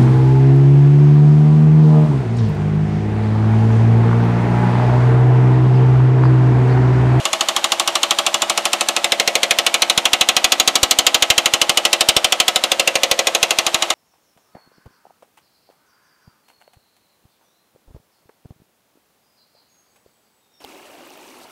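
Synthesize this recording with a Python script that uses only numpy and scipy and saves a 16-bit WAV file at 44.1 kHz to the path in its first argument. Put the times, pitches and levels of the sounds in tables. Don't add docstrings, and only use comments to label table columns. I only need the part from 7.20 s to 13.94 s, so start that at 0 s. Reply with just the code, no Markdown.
import sys
import numpy as np
from scipy import signal
from scipy.fft import rfft, irfft, next_fast_len
from scipy.io import wavfile

SR = 44100
rng = np.random.default_rng(int(sys.argv[2]) if len(sys.argv) > 2 else 0)


def output_pcm(signal):
    pcm = np.clip(np.atleast_2d(signal).T, -1, 1) * 32767
    wavfile.write(sys.argv[1], SR, np.round(pcm).astype(np.int16))


def makeup_ratio(level_db):
    decades = np.asarray(level_db, float) / 20
    return 10 ** decades


N = 297234


def rms_one(x):
    return x / np.sqrt(np.mean(x ** 2) + 1e-20)


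def at_hz(points, hz):
    table_hz, value = np.transpose(points)
    return np.interp(np.log(hz), np.log(table_hz), value)


def columns_at(table, s):
    table_s, *columns = np.transpose(table)
    return [np.interp(s, table_s, column) for column in columns]


def filtered(order, cut_hz, kind, x):
    return signal.sosfilt(signal.butter(order, cut_hz, kind, fs=SR, output="sos"), x)


def rings(hz, t60, length):
    t = np.arange(length) / SR
    decay_db = -60 * np.outer(1 / t60, t)
    return np.sin(2 * np.pi * np.outer(hz, t)) * makeup_ratio(decay_db)


def wander(shape, memory):
    draw = rng.standard_normal(shape)
    fresh = np.sqrt(1 - memory ** 2)
    return signal.lfilter([fresh], [1, -memory], draw, axis=0, zi=memory * draw[-1:])[0]


def lay(rows, starts):
    out = np.zeros(N + 2 * SR)
    stroke_before = 2 * starts[0] - starts[1]
    for s, row in zip([stroke_before, *starts], [rows[0], *rows]):
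        at = SR + round(s * SR)
        out[at:at + len(row)] += row
    return out[SR:SR + N]


def shop_air():
    drone = filtered(2, [35, 320], "band", rng.standard_normal(N + SR))
    return makeup_ratio(-61) * rms_one(drone[SR:])


def hall(x):
    t60_s, cut_hz = 1, 840
    size = next_fast_len(N + SR)
    turn = np.exp(-2j * np.pi * np.fft.rfftfreq(size))
    dull = np.exp(-2 * np.pi * cut_hz / SR)
    wall = (1 - dull) / (1 - dull * turn)
    answer = 0
    for k, lag in enumerate((rng.uniform(0.015, .05, 12) * SR).astype(int)):
        loop = makeup_ratio(-60 * lag / SR / t60_s) * wall * turn ** lag
        answer = answer + (-1) ** k * loop / (1 - loop)
    for lag in (53, 131, 241):
        answer = answer * (turn ** lag - .6) / (1 - .6 * turn ** lag)
    return irfft(rfft(x, size) * answer, size)[:N]


# blow number, t/s
CRANK_TURNS = [
    (0, .0528),
    (48, 3.7873),
    (66, 5.2008),
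    (85, 6.7022),
]


def crank_times():
    number, s = np.transpose(CRANK_TURNS)
    return np.interp(np.arange(number[-1] + 1), number, s)


# t/s after the blow, level/dB
STROKE_LEVEL = [
    (0, 14),
    (.02, 10),
    (.045, 5),
    (.056, 5),
    (0.056, 5),
    (.064, 6),
    (.078, 9.5),
]


def stroke_noise(rows):
    level_db, = columns_at(STROKE_LEVEL, np.arange(rows.shape[1]) / SR)
    return lay(rows * makeup_ratio(level_db), crank_times())


def rumble():
    rows = wander((len(crank_times()), round(.079 * SR)), memory=.9)
    return makeup_ratio(-33) * rms_one(filtered(2, [540, 950], "band", stroke_noise(rows)))


# t/s, share of the close view 0-1, share of the view beside the panel edge 0-1, frame level/dB
MICROPHONE_PLACE = [(0, 0, 0.16, 1.1), (.7, 0, 0.12, 0.8), (1.3, 0.21, 0.13, 1.9), (1.7, 0.47, 0.16, 1.5),
                    (2.1, 0, 0.76, -1), (2.4, 0.27, 0.49, 1), (2.8, 0.7, 0.27, 0.8), (3.4, 0.7, 0.2, 3),
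                    (4, 0.95, 0.14, 1), (4.7, 0.52, 0.3, 3), (5.3, 0.99, 0.12, -0.5), (5.6, 0.38, 0.55, 1),
                    (5.95, 0.26, 0.7, 1), (6.25, 0.05, 0.61, 1.5), (6.74, 0.35, 0.08, 1.5)]
# f/Hz, level/dB per Hz
RATTLE_COLOUR = [(700, -3), (1300, -6), (1800, -7.5), (2400, -7), (3100, -5.5), (4000, -9), (5000, -13.5),
                 (6500, -14), (8400, -17.5), (11000, -24.5), (13400, -28.5), (16000, -44)]


def rattle():
    far_db, close_change_db, edge_change_db = -27, -1.5, -2.5
    shape = len(crank_times()), round(.079 * SR)
    uneven_db = 2.15 * rng.exponential(1, shape)
    knocks = stroke_noise(rng.standard_normal(shape) * makeup_ratio(uneven_db))
    hz = np.maximum(np.fft.rfftfreq(N, 1 / SR), 1)
    slope_db = 12 * np.log2(np.minimum(hz / RATTLE_COLOUR[0][0], 1))
    coloured = irfft(rfft(knocks) * makeup_ratio(at_hz(RATTLE_COLOUR, hz) + slope_db), N)
    close, edge, _ = columns_at(MICROPHONE_PLACE, np.arange(N) / SR)
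    return rms_one(coloured) * makeup_ratio(far_db + close_change_db * close + edge_change_db * edge)


# f/Hz, t60/s, arrival/ms, resonance level/dB from afar, close by,
# beside the panel edge
FRAME_MODES = [(208.3, 0.5, 2.17, 18, 18.3, 24), (236, 0.16, 2.1, 6, 19, 5.4),
               (282.7, 0.5, 3.82, 11.5, 20.3, 21.6), (343, 0.24, 1.65, 23.5, 25, 26.3),
               (372, 0.3, 3.39, 16.5, 17, 8.8), (438.6, 0.055, 1.17, 10, 18.3, 33.4),
               (496.8, 0.22, 0.57, 3, 23.2, 37), (541.3, 0.15, 0.93, -8, 20, 43.2),
               (575.5, 0.39, 1.38, 31.5, 25.8, 35.3), (612.6, 0.25, 2.88, 18.5, 16, 38),
               (649, 0.34, 1.69, 33, 30.2, 30.3), (673, 0.2, 2.62, 14, 16, 31.4),
               (692, 0.34, 1.41, 20, 24.5, 38.7), (716, 0.18, 2.37, 24, 31, 11),
               (749.4, 0.095, 2.99, 24, 29.5, 27), (812, 0.19, 2.97, 25, 23, 16),
              (828, 0.39, 2.85, 28, 20, 22), (881, 0.069, 3.26, 20.5, 14.5, 20.5),
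              (992, 0.061, 3.69, -4, 21.5, 16), (1079.5, 0.088, 4.196, 17, 24, 25.5),
              (1104.6, 0.052, 4.138, 31.5, 18.5, 13), (1168, 0.096, 4.057, 29, 29, 12.5),
              (1280, 0.19, 4.34, 21.5, 23, 7), (1300, 0.14, 4.536, 23, 28.5, 16.5),
              (1367, 0.032, 4.624, 21.5, 20, 8.5), (1593, 0.44, 3.27, -9, 10.5, 15),
              (1956, 0.23, 0.68, 9, 20.5, 30), (2920, 0.13, 1, 31, 26, 9.5)]


def frame():
    s = crank_times()[:, None]
    hz, t60, arrival_ms, far_db, close_db, edge_db = np.transpose(FRAME_MODES)
    close, edge, gain_db = columns_at(MICROPHONE_PLACE, s)
    level_db = far_db + close * (close_db - far_db) + edge * (edge_db - far_db)
    level_db = level_db + gain_db + 1.6 * wander((len(s), len(hz)), memory=.8)
    height = 2 * np.log(1000) / (t60 * SR)
    late = (arrival_ms * SR / 1000).astype(int)
    shapes = [np.pad(row, (lag, 0))[:len(row)] for row, lag in zip(rings(hz, t60, length=18000), late)]
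    return lay(makeup_ratio(level_db) * height @ shapes, crank_times())


# t/s, extra peak level/dB, extra thud level/dB
ACCENTED_BLOWS = [(1.30, 1, 9), (1.45, 0, 8), (1.53, 0, 8), (2.08, 0, 8), (2.31, 1, 2), (2.62, 1, -12),
                  (2.70, 0, -17), (2.77, -0.5, 13), (2.93, 1.5, 1), (3.01, 0.5, -1), (3.24, 0, 0),
                  (3.48, 1, 10), (3.63, 0, 11.5), (3.32, -0.5, 6), (3.79, 0, 5), (4.10, 1.5, 2),
                  (4.34, 0.5, 7), (4.49, -1.5, 7), (4.65, -1, 9), (4.89, 3, 8), (4.97, 0, 14.5),
                  (5.04, -1, -18), (5.20, 1, 3), (5.28, .5, -14), (5.36, -0.5, 8.5), (5.75, -1, 20),
                  (5.60, 0, 8), (5.91, 2.5, 17), (6.23, 2, 13), (6.35, 2, 3), (6.54, 2, 15)]


def accents():
    s, *extra_db = np.transpose(ACCENTED_BLOWS)
    out = np.zeros((2, len(crank_times())))
    nearest_blow = np.abs(crank_times() - s[:, None]).argmin(axis=1)
    out[:, nearest_blow] = extra_db
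    return out[:, :, None]


# t/s, blow peak level/dB, loudest panel tone f/Hz,
# low panel level/dB against the peak, bright panel level/dB against the peak
PANEL_WORK = [(0, -6, 2960, -16, -11.5), (.4, -4.5, 3400, -18.5, -12), (.65, -5.5, 3860, -17.5, -10),
              (.87, 0, 3630, -19.5, -15), (1.35, -6.5, 3050, -11.5, -9), (1.7, -5, 2980, -13, -11.5),
              (1.9, -2, 3630, -9.5, -14), (2.15, -1, 2340, -7, -12), (2.7, 1, 3620, -14, -14),
              (3.05, 2, 2840, -10, -14), (3.35, 1.5, 3640, -10.5, -10.5), (3.7, .5, 3100, -16, -8.5),
              (4.02, 4.5, 3100, -13.5, -13), (4.3, 0, 2910, -13.5, -11), (4.8, 2.5, 2960, -15.5, -11),
              (5.4, -0.5, 3600, -13.5, -13), (6.05, -2, 2450, -14.5, -11), (6.74, -3.5, 2950, -12, -13)]


def work():
    s = crank_times()[:, None]
    peak_db, tone_hz, low_db, bright_db = columns_at(PANEL_WORK, s)
    force, low_spot, high_spot = rng.standard_normal((3, len(s), 1))
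    peak_db = peak_db + accents()[0] + 0.74 * force
    return s, peak_db, tone_hz + 246 * low_spot, 6260 + 690 * high_spot, low_db, bright_db


def thud_db():
    s = crank_times()[:, None]
    extra_peak_db, extra_thud_db = accents()
    peak_db = columns_at(PANEL_WORK, s)[0] + extra_peak_db
    close = columns_at(MICROPHONE_PLACE, s)[0]
    scatter_db = 2.0 * rng.standard_normal(s.shape)
    return -49 + 1.4 * peak_db + 17 * close + extra_thud_db + scatter_db


def thump(blows):
    tallest = np.abs(np.tanh(blows)) ** 9.5
    lopsided = filtered(2, 900, "low", filtered(1, [75, 700], "band", tallest))
    lopsided /= np.sqrt(np.mean(lopsided[:, :350] ** 2, axis=1, keepdims=True))
    return -makeup_ratio(thud_db()) * lopsided


# f/Hz, level/dB per Hz
PANEL_COLOUR = [(820, -42), (1400, -12), (1900, -13), (2000, -6.5), (2550, -4), (2860, -1.5), (3720, -1.5),
                (4960, -8.5), (6940, -5), (7680, -9), (8420, -9), (12400, -20.5), (15100, -31),
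                (16000, -38)]
# f/Hz, t60/s
PANEL_RING = [(1400, 0.06), (2000, 0.066), (3500, 0.041), (5500, 0.033), (8000, 0.023), (11000, 0.021),
              (15000, 0.041)]


def panel():
    s, peak_db, tone_hz, high_hz, low_db, bright_db = work()
    count = 320
    hz = 1400 + 15000 * ((np.arange(count) + rng.random(count)) / count) ** 1.6
    ring_s = at_hz(PANEL_RING, hz)
    colour_db = at_hz(PANEL_COLOUR, hz) + 10 * np.log10(np.gradient(hz) / ring_s)
    colour_db = colour_db + (low_db - low_db.mean()) * (hz < 2600)
    for spot_hz, favour_db in ((tone_hz, 3.9), (high_hz, 5.6)):
        colour_db = colour_db + favour_db * np.exp(-((hz - spot_hz) / 130) ** 2)
    strength = wander((len(s), count), memory=0.7) * makeup_ratio(colour_db)
    for part, part_db in ((hz < 4500, peak_db - 2.0), (hz >= 4500, peak_db + bright_db + 9.5)):
        strength[:, part] *= makeup_ratio(part_db) / np.sqrt(np.sum(strength[:, part] ** 2, axis=1, keepdims=True))
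    t60 = ring_s * makeup_ratio(rng.normal(0, 0.55, count))
    swell = 1 - np.exp(-np.arange(6000) / SR / 0.00034)
    held = rings(hz, t60, length=6000)
    free = makeup_ratio(-17.5) * rings(hz, 2.74 * t60, length=6000)
    return strength @ (held + free) * swell


def scene():
    blows, starts = panel(), crank_times()
    starts = starts + .0004 * rng.standard_normal(len(starts))
    metal = filtered(4, 190, "high", lay(blows, starts) + frame())
    room = shop_air() + rumble() + makeup_ratio(-28.5) * hall(metal)
    return (room + rattle() + lay(thump(blows), starts) + metal)[None]


def band_limit(x):
    return signal.sosfilt(signal.butter(12, 16800, fs=SR, output="sos"), x)


def record(dry):
    knee, ceiling = 8, .75
    clipped = dry / (1 + np.abs(dry / ceiling) ** knee) ** (1 / knee)
    top_cut = signal.cheby2(8, 32, 16300, fs=SR, output="sos")
    return band_limit(signal.sosfiltfilt(top_cut, clipped))


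dry = scene()
out = record(dry)
output_pcm(out)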